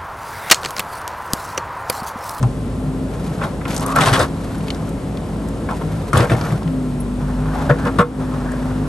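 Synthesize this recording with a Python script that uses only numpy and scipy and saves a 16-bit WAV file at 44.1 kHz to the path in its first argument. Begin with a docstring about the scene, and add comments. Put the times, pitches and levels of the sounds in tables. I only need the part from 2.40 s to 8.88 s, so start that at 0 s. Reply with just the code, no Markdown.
"""A backhoe loader's steel bucket works a boulder over a stony riverbed, ringing in its modes at each blow.
Stick-slip friction makes it grind, judder and groan; the boulder drags and crushes gravel amid low thuds,
cobbles knock and pebbles click. The diesel sounds harmonics of its firing rate, which sags under load,
and the river is a broadband wash behind it. The cut bank reflects a little of the work,
and a limiter ducks after the hardest blows."""
import sys
import numpy as np
from scipy import signal
from scipy.fft import rfft, irfft
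from scipy.io import wavfile
from scipy.ndimage import uniform_filter1d, minimum_filter1d

SR = 44100
rng = np.random.default_rng(int(sys.argv[2]) if len(sys.argv) > 2 else 0)


def pcm_store(signal):
    """Save signal as 16-bit PCM."""
    levels = np.round(np.clip(np.atleast_2d(signal), -1, 1) * 32767)
    wavfile.write(sys.argv[1], SR, levels.astype(np.int16).T)


N = 285768
TIME = np.arange(N) / SR
BINS = np.fft.rfftfreq(N, 1 / SR)

# Levels are relative; a decay is the time to fall to 1/e.
# normal modes of the bucket: f/Hz, level/dB, T60/s
BUCKET_MODES = [(484.3, -3.5, 0.16), (580, -5.5, 0.023), (726, -17.5, 0.06), (913, -12, 0.098),
                (1042, -10, 0.069), (1088, -5.5, 0.066), (1119, -11, 0.073), (1240, -19, 0.018),
                (1333, -8.5, 0.063), (1393, -6, 0.036), (1495, -17.5, 0.05), (1534, -23, 0.049),
                (1610, -17, 0.06), (1760, -15.5, 0.053), (2130, -21.5, 0.078), (2500, -26, 0.095),
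                (2920, -28, 0.04), (3510, -31, 0.088)]
# the bucket strikes the boulder: t/s, contact/s, crunch/dB, ring/dB, shell boom re ring/dB
BUCKET_KNOCKS = [(0.027, 0.012, -21, -22, -4.5), (1.012, 0.0099, -24, -20, -26),
                 (1.034, 0.02, -19, -19.5, -22), (1.254, 0.0089, -28, -19.5, -12),
                 (1.56, 0.045, -19.5, -5, -33), (3.288, 0.026, -26, -21.5, -20),
                 (3.308, 0.0048, -26, -19, -5), (3.412, 0.0077, -32, -23, 0), (3.73, 0.017, -13.5, -10, -8),
                 (3.768, 0.038, -15.5, -27, 11), (3.8, 0.049, -18.5, -18.5, 4),
                 (3.895, 0.019, -16.5, -22, -14), (3.915, 0.024, -13.5, -25.5, 6.5),
                 (5.293, 0.02, -19.5, -10, 4.5), (5.383, 0.0093, -22, -32, -8), (5.45, 0.02, -20, -15, -1),
                 (5.467, 0.014, -22.5, -15, -4), (5.585, 0.031, -7, -1, 2.5)]
# the pressed bucket breaks loose: t/s, crunch/dB, crack re crunch/dB, ring/dB, shell boom re ring/dB
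BUCKET_JERKS = [(1.606, -20.5, 2.5, -22, -16), (1.659, -22.5, 3, -12, -15), (1.727, -21, 3, -11.5, -30),
                (1.795, -19, -3, -14.5, -12)]
# spectra of crushed stone, the dull crunch and the bright crack: f/Hz, level/dB
CRUNCH_SPECTRUM = [(35, -28), (60, 1), (130, 13), (250, 9.5), (380, 8.5), (560, 6.5), (850, -14.5),
                   (1200, -3), (1600, -5), (2200, -12), (3500, -25.5), (6000, -32), (12000, -30)]
CRACK_SPECTRUM = [(700, -36), (1600, 11.5), (2300, 2), (2900, 4), (3450, 5.5), (4000, 1), (4800, -1.5),
                  (7000, -7.5), (8800, -1.5), (11500, -10.5), (15000, -61)]
# a point of steel meets the rock: t/s, level/dB, f/Hz, decay/s
CLACK_HITS = [(0.029, -11.5, 1014, 0.009), (0.04, -17, 780, 0.018), (1.034, -15, 1235, 0.0065),
              (1.561, 1, 1350, 0.0076), (1.563, -10, 890, 0.0097), (1.591, -3, 1300, 0.008),
              (1.612, -14, 1290, 0.0095), (1.662, -10.5, 1050, 0.017), (1.733, -9, 1396, 0.0087),
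              (1.795, -4, 607, 0.014), (1.795, -12, 1510, 0.0072), (3.414, -17.5, 912, 0.01),
              (3.731, -1, 1227, 0.0058), (3.769, -1, 520, 0.0063), (3.771, -15.5, 3440, 0.013),
              (3.804, -15, 1344, 0.0081), (3.917, -8.5, 659, 0.019), (3.919, -12, 1370, 0.0081),
              (5.295, -9.5, 1452, 0.021), (5.298, -1, 583, 0.015), (5.454, -22, 1150, 0.0064),
              (5.469, -15, 1197, 0.0098), (5.588, 1.5, 1157, 0.015), (5.589, -5, 1490, 0.01),
              (5.604, 0, 1240, 0.012)]
# modes of a clack: frequency ratio, level/dB
CLACK_PARTIALS = [(.87, -6), (1.002, 1), (1.14, -9), (1.33, -24)]
# rock slides on steel or gravel: t/s, duration/s, grind/dB, fizz/dB
SLIDE_STROKES = [(0.7, 0.44, -43.5, -49), (0.986, 0.091, -35, -56), (1.273, 0.083, -34.5, -35),
                 (1.362, 0.25, -31, -42), (1.549, 0.3, -21.5, -32.5), (1.897, 0.62, -42.5, -52),
                 (3.296, 0.41, -42, -49), (3.744, 0.09, -21.5, -34.5), (3.863, 0.31, -33, -42),
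                 (4.785, 1, -37, -55.5), (5.126, 0.13, -35, -50), (5.298, 0.18, -44, -61),
                 (5.79, 0.85, -36.5, -56)]
# spectra of grinding rock and of fizzing sand: f/Hz, level/dB
GRIND_SPECTRUM = [(120, -64), (300, -45), (550, 8.5), (800, 7.5), (1150, 4), (1500, 0.5), (1850, -7.5),
                  (2300, -50), (3500, -21), (6000, -23), (12000, -42)]
FIZZ_SPECTRUM = [(1200, 18), (2400, 16.5), (3600, 14.5), (6000, 12), (8800, 9), (11500, 13.5), (15000, -48)]
# the bucket's edge rubs under pressure, and after 3.9 s the boulder rings on its own: t/s, duration/s,
# level/dB, mid-stroke f/Hz
GROAN_STROKES = [(1.387, 0.2, -27, 1109), (3.298, 0.029, -25, 894), (3.917, 0.068, -29, 749),
                 (4.02, 0.047, -33, 1293), (5.0, 0.23, -44, 1450), (5.13, 0.071, -31, 851),
                 (5.36, 0.12, -35.5, 1540), (5.287, 0.021, -21.5, 1660), (5.588, 0.0188, -12.5, 1204),
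                 (5.887, 0.088, -39, 1080), (6.037, 0.098, -37.5, 1656)]
# low thuds and brief swells of the rumble: t/s, level/dB, f/Hz, time to peak/s
LOW_PULSES = [(0.021, -6.5, 121.5, 0.025), (1.57, -14.5, 136, 0.011), (1.672, -11, 141, 0.01),
              (1.716, -6.5, 128, 0.0087), (1.803, -18, 77.4, 0.018), (2.164, -19.5, 160, 0.041),
              (3.424, -16, 159, 0.027), (3.735, -9, 129, 0.015), (3.762, -4, 97, 0.0085),
              (3.797, -6, 118, 0.013), (3.913, -8.5, 120.4, 0.017), (4.02, -14, 104, .008),
              (4.113, -13, 120, 0.019), (4.248, -13, 161, 0.02), (5.302, -2.5, 142.5, 0.0099),
              (5.59, 1, 182, 0.0066), (5.594, -9, 161, 0.0077)]
# the boulder drags over its bed: t/s, duration/s, level/dB
DRAG_STROKES = [(1.565, 0.12, -29.5), (1.765, 0.08, -27), (3.74, 0.08, -22), (3.916, 0.068, -23),
                (4.02, 0.22, -37)]
# spectrum of the dragging: f/Hz, level/dB
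DRAG_SPECTRUM = [(45, -18), (75, 5), (140, 9), (210, -10), (330, -1), (480, -6), (800, -9), (2000, -60)]
# cobbles collide under the boulder: t/s, level/dB, centre f/Hz
COBBLE_KNOCKS = [(1.014, -24, 1500), (1.023, -27, 2150), (1.036, -19, 1250), (1.212, -27.5, 1510),
                 (1.253, -24, 1950), (1.302, -24, 1550), (1.313, -30, 2000), (1.561, -22, 2410),
                 (1.617, -15, 2720), (1.683, -18, 2320), (1.745, -24, 2600), (1.762, -20, 1520),
                 (1.795, -16, 1704), (1.835, -21, 1406), (3.288, -18, 1130), (3.414, -26, 910),
                 (3.732, -16, 1360), (3.756, -14, 1100), (3.806, -17, 1720), (3.853, -20, 1606),
                 (3.897, -19, 1820), (3.918, -19, 1720), (3.95, -20, 1424), (4.011, -24, 1400),
                 (4.038, -27, 1380), (4.062, -25, 1220), (4.105, -29, 1870), (4.122, -23, 1250),
                 (4.134, -16, 412), (4.22, -26, 915), (4.276, -31.5, 1510), (5.056, -30, 1200),
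                 (5.085, -26, 1310), (5.134, -28, 1150), (5.157, -16, 790), (5.2, -28, 1160),
                 (5.386, -27, 1560), (5.474, -26, 1920), (5.488, -16, 986), (5.918, -29, 1060),
                 (6.136, -23, 900), (6.164, -29, 1190)]
# the loudest snapping pebbles: t/s, level/dB, centre f/Hz
PEBBLE_SNAPS = [(0.028, -27.5, 5800), (1.253, -30.5, 2470), (1.293, -38, 6060), (1.311, -35, 3000),
                (1.322, -32, 5000), (1.346, -24, 8700), (1.364, -16.5, 6740), (1.378, -19, 6850),
                (1.396, -27, 5800), (1.407, -25.5, 7640), (1.428, -29, 8500), (1.463, -17.5, 10700),
                (1.48, -27, 9500), (1.503, -29.5, 8600), (1.561, -15.5, 9700), (1.587, -21, 5500),
                (1.611, -22, 6500), (1.659, -20, 6000), (1.737, -18, 5600), (1.745, -23, 5300),
                (1.793, -18, 6000), (2.207, -32, 2430), (2.283, -25.5, 2560), (2.304, -17.5, 2970),
                (2.347, -32, 5000), (2.492, -32, 9700), (2.773, -32.5, 3160), (3.086, -32, 9000),
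                (3.732, -22, 7000), (3.77, -19, 3460), (3.805, -20.5, 3440), (3.775, -14, 8650),
                (4.012, -26, 4080), (4.231, -35, 3600), (4.277, -35.5, 3000), (6.118, -33, 9000)]
# faint, brief, very high chirps: t/s, level/dB, f/Hz
HIGH_CHIRPS = [(2.178, -36, 10700), (4.601, -27, 10540)]
# firing rate, which sags when the hydraulics take load: t/s, f/Hz
FIRING_RATE = [(0, 51), (.6, 52.1), (1.0, 54.8), (1.45, 53.3), (2.2, 54.3), (3.45, 55), (4.2, 54),
               (4.56, 49.1), (5.0, 50.1), (5.43, 53.9), (6.04, 49.9), (6.48, 51.7)]
# engine orders of the low exhaust note and the drone above it: multiple of the firing rate, level/dB
EXHAUST_ORDERS = [(1, -3), (1.5, -21), (2, -13), (3, -10.5), (3.5, -24), (4, -17.5)]
DRONE_ORDERS = [(4.5, -18), (5, -3.5), (6, -20), (7, -31), (8, -23.5), (11, -26.5)]
# strength of the exhaust note, which swells under load, and of the drone: t/s, level/dB
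EXHAUST_LEVEL = [(0, -25.5), (.6, -27.5), (1.0, -29), (1.6, -32), (2.3, -30.5), (4.2, -28), (4.55, -27),
                 (5.0, -20.5), (5.45, -27.5), (5.9, -27), (6.48, -23)]
DRONE_LEVEL = [(0, -31), (.25, -29), (.64, -22.5), (.82, -42), (1.15, -34), (1.48, -23), (2.2, -30),
               (3.2, -31), (4.15, -38.5), (4.33, -18), (4.6, -23.5), (6.48, -22)]
# spectrum of the engine's rumble: f/Hz, level/dB
RUMBLE_SPECTRUM = [(35, -13), (60, -9), (85, -3.5), (115, -1), (160, -3.5), (200, -1.5), (260, -7.5),
                   (310, -9.5), (420, -10.5), (560, -14), (800, -20), (1200, -27), (2000, -36.5),
                   (4000, -50)]
# resonances of the engine covers: f/Hz, width/Hz, level/dB
PANEL_MODES = [(1037, 78, -49.5), (1343, 92, -54)]
# spectrum of shallow running water: f/Hz, level/dB
RIVER_SPECTRUM = [(200, 14), (600, 8.5), (1200, 8), (2200, 1.5), (4000, -1.5), (6500, -6), (9000, -2),
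                  (11500, -4.5), (12400, -76), (13200, -50)]
# sound scattered from the sides: f/Hz, level/dB
SIDE_SPECTRUM = [(45, -41), (70, -21), (130, -24), (260, -16.5), (600, -10), (1250, -8.5), (2700, -4),
                 (6000, -10), (12000, -7.5)]
# phase difference between the microphone ports: f/Hz, lead of the left/rad
LEFT_LEAD = [(20, 0), (150, .02), (500, .08), (1300, .3), (3000, .6), (7800, .6), (8800, -.2), (9400, -1.5),
             (10250, -3.14), (11700, -6), (12600, -6.3)]
# level difference between the ports: f/Hz, left re right/dB
LEFT_EXCESS = [(50, -0.5), (400, 1.5), (1100, 1), (2200, 0.5), (3800, 3.5), (7000, 1.2), (10000, 0.1)]
# overall tone, with deep bass and top treble rolled off: f/Hz, level/dB
OVERALL_TONE = [(15, -36), (30, -18), (39, 0), (11700, 0), (12400, -8), (13100, -33), (15500, -37)]

CLACK_RISE_S = 0.0006  # onset of a hard contact, on steel or between cobbles


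def bucket(rise_s=0.0011, release_s=0.01, jerk_s=0.038, knock_crack_db=-15.5, snap=0.23, snap_s=0.0064):
    """Impact excitation: each blow crushes stone and drives the steel, which chatters, then rings free."""
    crunch = unit(colour(grains(4000, 5.4), CRUNCH_SPECTRUM))
    crack = unit(colour(grains(5000, 3.6), CRACK_SPECTRUM))
    chatter = 0.61 * drift(220)
    t, out = TIME[:SR // 3], np.zeros(N)
    attack = 1 - np.exp(-t / rise_s)

    def blow(start, length, crunch_db, crack_db, ring_db, boom_db):
        """One contact force shapes both the noise of the stone and the ring of the steel."""
        now = slice(round(start * SR), round(start * SR) + len(t))
        touching = np.exp(-np.maximum(t - length, 0) / release_s)
        force = attack * np.exp(-t / length / 2) * touching
        crushing = amp(crunch_db) * force * (1 + snap * np.exp(-t / snap_s))
        stone = gap_echoes(crushing * (crunch[now] + amp(crack_db) * crack[now]))
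        steel = amp(ring_db) * bucket_ring(force, attack, boom_db)
        return stone + steel * (1 + chatter[now] * touching)

    for start, length, crunch_db, ring_db, boom_db in BUCKET_KNOCKS:
        add(out, start, blow(start, length, crunch_db, knock_crack_db, ring_db, boom_db))
    for start, crunch_db, crack_db, ring_db, boom_db in BUCKET_JERKS:
        add(out, start, blow(start, jerk_s, crunch_db, crack_db, ring_db, boom_db))
    return out


def bucket_ring(force, attack, boom_db, shell_hz=800, first_hit=0.65, edge_echo_s=0.00123, detune=0.0081):
    """Modal resonance: damped modes start at first contact and build while the force acts."""
    t, out = TIME[:len(force)], np.zeros(len(force))
    for hz, db, t60 in BUCKET_MODES:
        turn, shift = rng.uniform(-1, 1, 2)
        build = signal.lfilter([1], [1, -1000 ** (-1 / (t60 * SR))], force)  # leaky integral of the force
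        envelope = build / build.max() + first_hit * attack * amp(-60 * t / t60)
        edge_db = -0.5 * np.cos(2 * np.pi * hz * edge_echo_s)  # the echo from the edge favours some modes
        gain = amp(db + edge_db + boom_db * (hz < shell_hz)) / 2
        out += gain * envelope * np.sin(2 * np.pi * hz * (1 + detune * shift) * t + np.pi * turn)
    return out


def gap_echoes(x, echo_db=-8, longest_s=0.004, count=6):
    """Comb filtering: the gap between steel and rock adds close echoes, new ones at every contact."""
    taps = np.zeros(SR // 50)
    for late, sign in zip(rng.random(count), rng.choice([-1, 1], count)):
        taps[int(late * longest_s * SR) + 1] += sign * amp(echo_db)
    taps[0] = 1
    return signal.fftconvolve(x, taps / np.linalg.norm(taps))[:len(x)]


def clacks(detune=0.015):
    """Contact damping: a point of steel hits rock, and the pressure stops its close modes at once."""
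    t, out = TIME[:SR // 8], np.zeros(N)
    attack = 1 - np.exp(-t / CLACK_RISE_S)
    for start, db, hz, decay_s in CLACK_HITS:
        shifts = 1 + detune * rng.uniform(-1, 1, len(CLACK_PARTIALS))
        ring = sum(amp(mode_db) * np.sin(2 * np.pi * hz * ratio * shift * t)
                   for (ratio, mode_db), shift in zip(CLACK_PARTIALS, shifts))
        add(out, start, amp(db) * attack * np.exp(-t / decay_s) * ring / 2)
    return out


def sliding(slip_db=1.4, fizz_slip_db=3.5, steel_db=-3, t60_share=0.06, rubble_db=-6, rubble_s=0.008):
    """Sliding friction: rock grinds in uneven slips on damped steel; rubble knocks and sand fizzes."""
    slips, t = drift(39), TIME[:SR // 8]
    damped_ring = sum(amp(db - 60 * t / (t60_share * t60)) * np.sin(2 * np.pi * hz * t)
                      for hz, db, t60 in BUCKET_MODES)
    steel = unit(signal.fftconvolve(grains(3500, 2.0), damped_ring)[:N])
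    knocks = signal.fftconvolve(abs(grains(60, 0.86)), np.exp(-t / rubble_s))[:N]
    rubble = unit(colour(knocks * rng.standard_normal(N), GRIND_SPECTRUM))
    rock = unit(colour(grains(5000, 1.45), GRIND_SPECTRUM))
    grind = unit(rock + amp(steel_db) * steel + amp(rubble_db) * rubble) * amp(slip_db * slips)
    fizz = unit(colour(grains(3500, 3.5), FIZZ_SPECTRUM)) * amp(fizz_slip_db * slips)
    return sum(stroke(start, length) * (amp(grind_db) * grind + amp(fizz_db) * fizz)
               for start, length, grind_db, fizz_db in SLIDE_STROKES)


def groans(width_hz=210, climb=0.14):
    """Friction-driven vibration: rough tones of steel on rock, and once of the rock itself, rise in pitch and
    level with pressure."""
    roughness, out = drift(width_hz) + 1j * drift(width_hz), np.zeros(N)
    for start, length, db, hz in GROAN_STROKES:
        pressure = np.clip((TIME - start) / length, 0, 1)
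        phase = 2 * np.pi * np.cumsum(hz * (1 + climb * (pressure - .5))) / SR
        out += amp(db) * np.sqrt(pressure) * stroke(start, length) * (roughness * np.exp(1j * phase)).real
    return out


def low_pulses():
    """Tone bursts: a few low cycles rise and die, heard as thuds or brief swells of the rumble."""
    t, out = TIME[:SR // 3], np.zeros(N)
    for start, db, hz, peak_s in LOW_PULSES:
        envelope = (t / peak_s * np.exp(1 - t / peak_s)) ** 1.54
        add(out, start, amp(db) * envelope * np.sin(2 * np.pi * hz * t))
    return out


def dragging(slips_per_s=120, slip_s=0.0053):
    """Stick-slip motion: the boulder's slips on its bed are noise bursts that merge into a low growl."""
    slips = signal.fftconvolve(abs(grains(slips_per_s, 1.2)), np.exp(-TIME[:SR // 8] / slip_s))[:N]
    growl = unit(colour(slips * rng.standard_normal(N), DRAG_SPECTRUM))
    return growl * sum(amp(db) * stroke(start, length) for start, length, db in DRAG_STROKES)


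def cobbles(decay_s=0.0065, octaves=0.4, count=14):
    """Free vibration: fist-sized stones knock in a cluster of modes, the high ones dying first."""
    t, out = TIME[:SR // 12], np.zeros(N)
    attack = 1 - np.exp(-t / CLACK_RISE_S)
    for start, db, hz in COBBLE_KNOCKS:
        ratios = 2 ** np.clip(octaves * rng.standard_normal((count, 1)), -2, 2)
        modes = np.sin(2 * np.pi * (hz * ratios * t + rng.random((count, 1))))
        decays = np.exp(-t * np.sqrt(ratios) / decay_s)
        add(out, start, amp(db) * attack * (modes * decays).sum(0) * np.sqrt(2 / count))
    return out


def pebbles(decay_s=0.0038, octaves=0.57, faint_db=-62, faint_hz=4500, spread_db=4, faint_count=16):
    """Broad resonance: snapping pebbles ring for milliseconds, higher for smaller stones."""
    t, out = TIME[:2048], np.zeros(N)
    bins = np.fft.rfftfreq(len(t), 1 / SR) + 1
    faint = [(TIME[-1] * (when + 1) / 2, faint_db + spread_db * force, faint_hz * 2 ** octave)
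             for when, force, octave in rng.uniform(-1, 1, (faint_count, 3))]
    for start, db, hz in faint + PEBBLE_SNAPS:
        resonance = 1 / (1 + (np.log2(bins / hz) / octaves) ** 2)
        ring = unit(irfft(rfft(rng.standard_normal(len(t))) * resonance))
        add(out, start, amp(db) * ring * np.exp(-t / decay_s))
    return out


def chirps(peak_s=0.0049, wobble_hz=130):
    """Random frequency modulation: faint, brief, very high chirps waver in pitch."""
    t, out = TIME[:SR // 8], np.zeros(N)
    envelope = t / peak_s * np.exp(1 - t / peak_s)
    for start, db, hz in HIGH_CHIRPS:
        cycles = np.cumsum(hz + wobble_hz * drift(320)[:len(t)]) / SR
        add(out, start, amp(db) * envelope * np.sin(2 * np.pi * cycles))
    return out


def bank_echo(x, t60=0.22, delay_s=0.01):
    """Scattering: the cut bank returns sparse, decaying reflections of unit total energy."""
    t = TIME[:SR // 2]
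    taps = rng.choice([-1, 1], len(t)) * (rng.random(len(t)) < .1)
    taps = taps * (t > delay_s) * amp(-60 * t / t60)
    return signal.fftconvolve(x, taps / np.linalg.norm(taps))[:N]


def engine(free_hz=54, flutter=0.49, throb=0.033, chug_order=2.92):
    """Periodic combustion: orders of the firing rate sound over a rumble that throbs with each firing."""
    rate = curve(FIRING_RATE)
    sag_hz = free_hz - rate
    phase = 2 * np.pi * np.cumsum(rate) / SR
    tones = np.zeros(N)
    for orders, levels, waver in ((EXHAUST_ORDERS, EXHAUST_LEVEL, 0.11), (DRONE_ORDERS, DRONE_LEVEL, 0.025)):
        for order, db in orders:
            # the first and fifth orders hold; uneven combustion shakes the others
            shake = waver * drift(9) if order in (1, 5) else flutter * drift(22)
            tone = np.sqrt(2) * np.cos(order * phase + rng.uniform(0, 2 * np.pi))
            tones += amp(curve(levels) + db) * (1 + shake) * tone
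    chug = ((drift(11) + 1j * drift(11)) * np.exp(1j * chug_order * phase)).real
    puffs = rng.standard_normal(N) * (1 + throb * np.cos(phase)) * amp(-0.16 * drift(33))
    rumble = unit(colour(puffs, RUMBLE_SPECTRUM))
    # as the engine sags, the uneven chug grows and the rumble drops
    return tones + amp(-30.5 + sag_hz) * chug + amp(-25 - 0.5 * sag_hz) * rumble


def panels():
    """Forced vibration: the running engine keeps its covers ringing faintly in narrow bands of noise."""
    response = sum(amp(db) * unit(1 / (1 + ((BINS - hz) / (width / 2)) ** 2))
                   for hz, width, db in PANEL_MODES)
    return irfft(rfft(rng.standard_normal(N)) * response, N)


def river(level_db=-41.5, splash_db=-9, swell_db=0.5):
    """Flow noise: shallow water over stones makes an even wash with fine splashes."""
    wash = rng.standard_normal(N) * amp(swell_db * drift(5.5))
    splashes = amp(splash_db) * grains(900, 0.57)
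    return amp(level_db) * unit(colour(wash + splashes, RIVER_SPECTRUM))


def stroke(start, length, rise_s=0.0087, fall_s=0.017, swell_db=3.5):
    """Amplitude envelope of a slide: it takes hold, swells to its middle and dies away."""
    t = np.maximum(TIME - start, 0)
    swell = amp(swell_db * np.sin(np.pi * np.minimum(t / length, 1)))
    return np.minimum(t / rise_s, 1) * swell * np.exp(-np.maximum(t - length, 0) / fall_s)


def grains(per_s, spread_db):
    """Shot noise of unit rms: random clicks, many small and a few large."""
    size = amp(spread_db * np.minimum(rng.exponential(1, N), 4))
    return unit(size * rng.choice([-1, 1], N) * (rng.random(N) < per_s / SR))


def drift(rate_hz):
    """Random fluctuation: low-pass noise of unit rms."""
    return unit(irfft(rfft(rng.standard_normal(N)) * np.exp(-(BINS / rate_hz) ** 2), N))


def colour(x, spectrum):
    """Zero-phase filtering by a spectrum table."""
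    return irfft(rfft(x) * amp(at_bins(spectrum)), N)


def at_bins(rows):
    """Interpolation of a table at every bin, on a log-frequency axis."""
    hz, value = np.transpose(rows)
    return np.interp(np.log(BINS + 1), np.log(hz), value)


def curve(rows):
    """Linear interpolation of a table at every sample."""
    return np.interp(TIME, *np.transpose(rows))


def amp(db):
    """Amplitude ratio of a level in decibels."""
    return 10 ** (np.asarray(db) / 20)


def unit(x):
    """Normalisation to unit rms."""
    return x / np.sqrt(np.mean(x ** 2) + 1e-20)


def add(mix, start, sound):
    """Superposition of a sound on the mix, from a start time in seconds."""
    part = mix[round(start * SR):][:len(sound)]
    part += sound[:len(part)]


def sources(event_gain, bank_db=-28):
    """Superposition of the short sounds, their faint reflection, the engine and the river."""
    events = bucket() + clacks() + low_pulses() + sliding() + dragging() + groans()
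    events = event_gain * (events + cobbles() + pebbles() + chirps())
    return events + amp(bank_db) * bank_echo(events) + engine() + panels() + river()


def scene():
    """Direct and diffuse fields: the side sound has its own fine detail; short sounds are more direct."""
    ahead = sources(event_gain=0.88)
    side = colour(sources(event_gain=amp(-3)), SIDE_SPECTRUM)
    return np.array([ahead + side, ahead - side])


def record(dry, limit_db=-5.0, recover_db_per_s=75, hold_s=0.13, ceiling=0.81, cutoff_hz=15900):
    """Signal chain: two microphone ports, a limiter that holds and recovers, overload and a band limit."""
    lean = amp(at_bins(LEFT_EXCESS) / 2)
    ports = np.array([lean, np.exp(-1j * at_bins(LEFT_LEAD)) / lean])
    x = irfft(rfft(dry) * ports, N)
    power = abs(uniform_filter1d((x ** 2).mean(0), size=400))
    over_db = np.maximum(10 * np.log10(power + 1e-12) - limit_db, 0)
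    half_hold = int(hold_s * SR / 2)
    held_db = -minimum_filter1d(-over_db, 2 * half_hold + 1, origin=half_hold - 100)  # running maximum
    recovery_db = TIME * recover_db_per_s
    duck_db = np.maximum.accumulate(held_db + recovery_db) - recovery_db
    x = x / amp(uniform_filter1d(duck_db, size=150))
    x = x / (1 + (x / ceiling) ** 6) ** (1 / 6)  # soft saturation
    x = colour(x, OVERALL_TONE)
    lowpass = signal.firwin(511, cutoff_hz, window=("kaiser", 9), fs=SR)
    return signal.oaconvolve(x, lowpass[None], "same", axes=1)


dry = scene()
out = record(dry)
pcm_store(out)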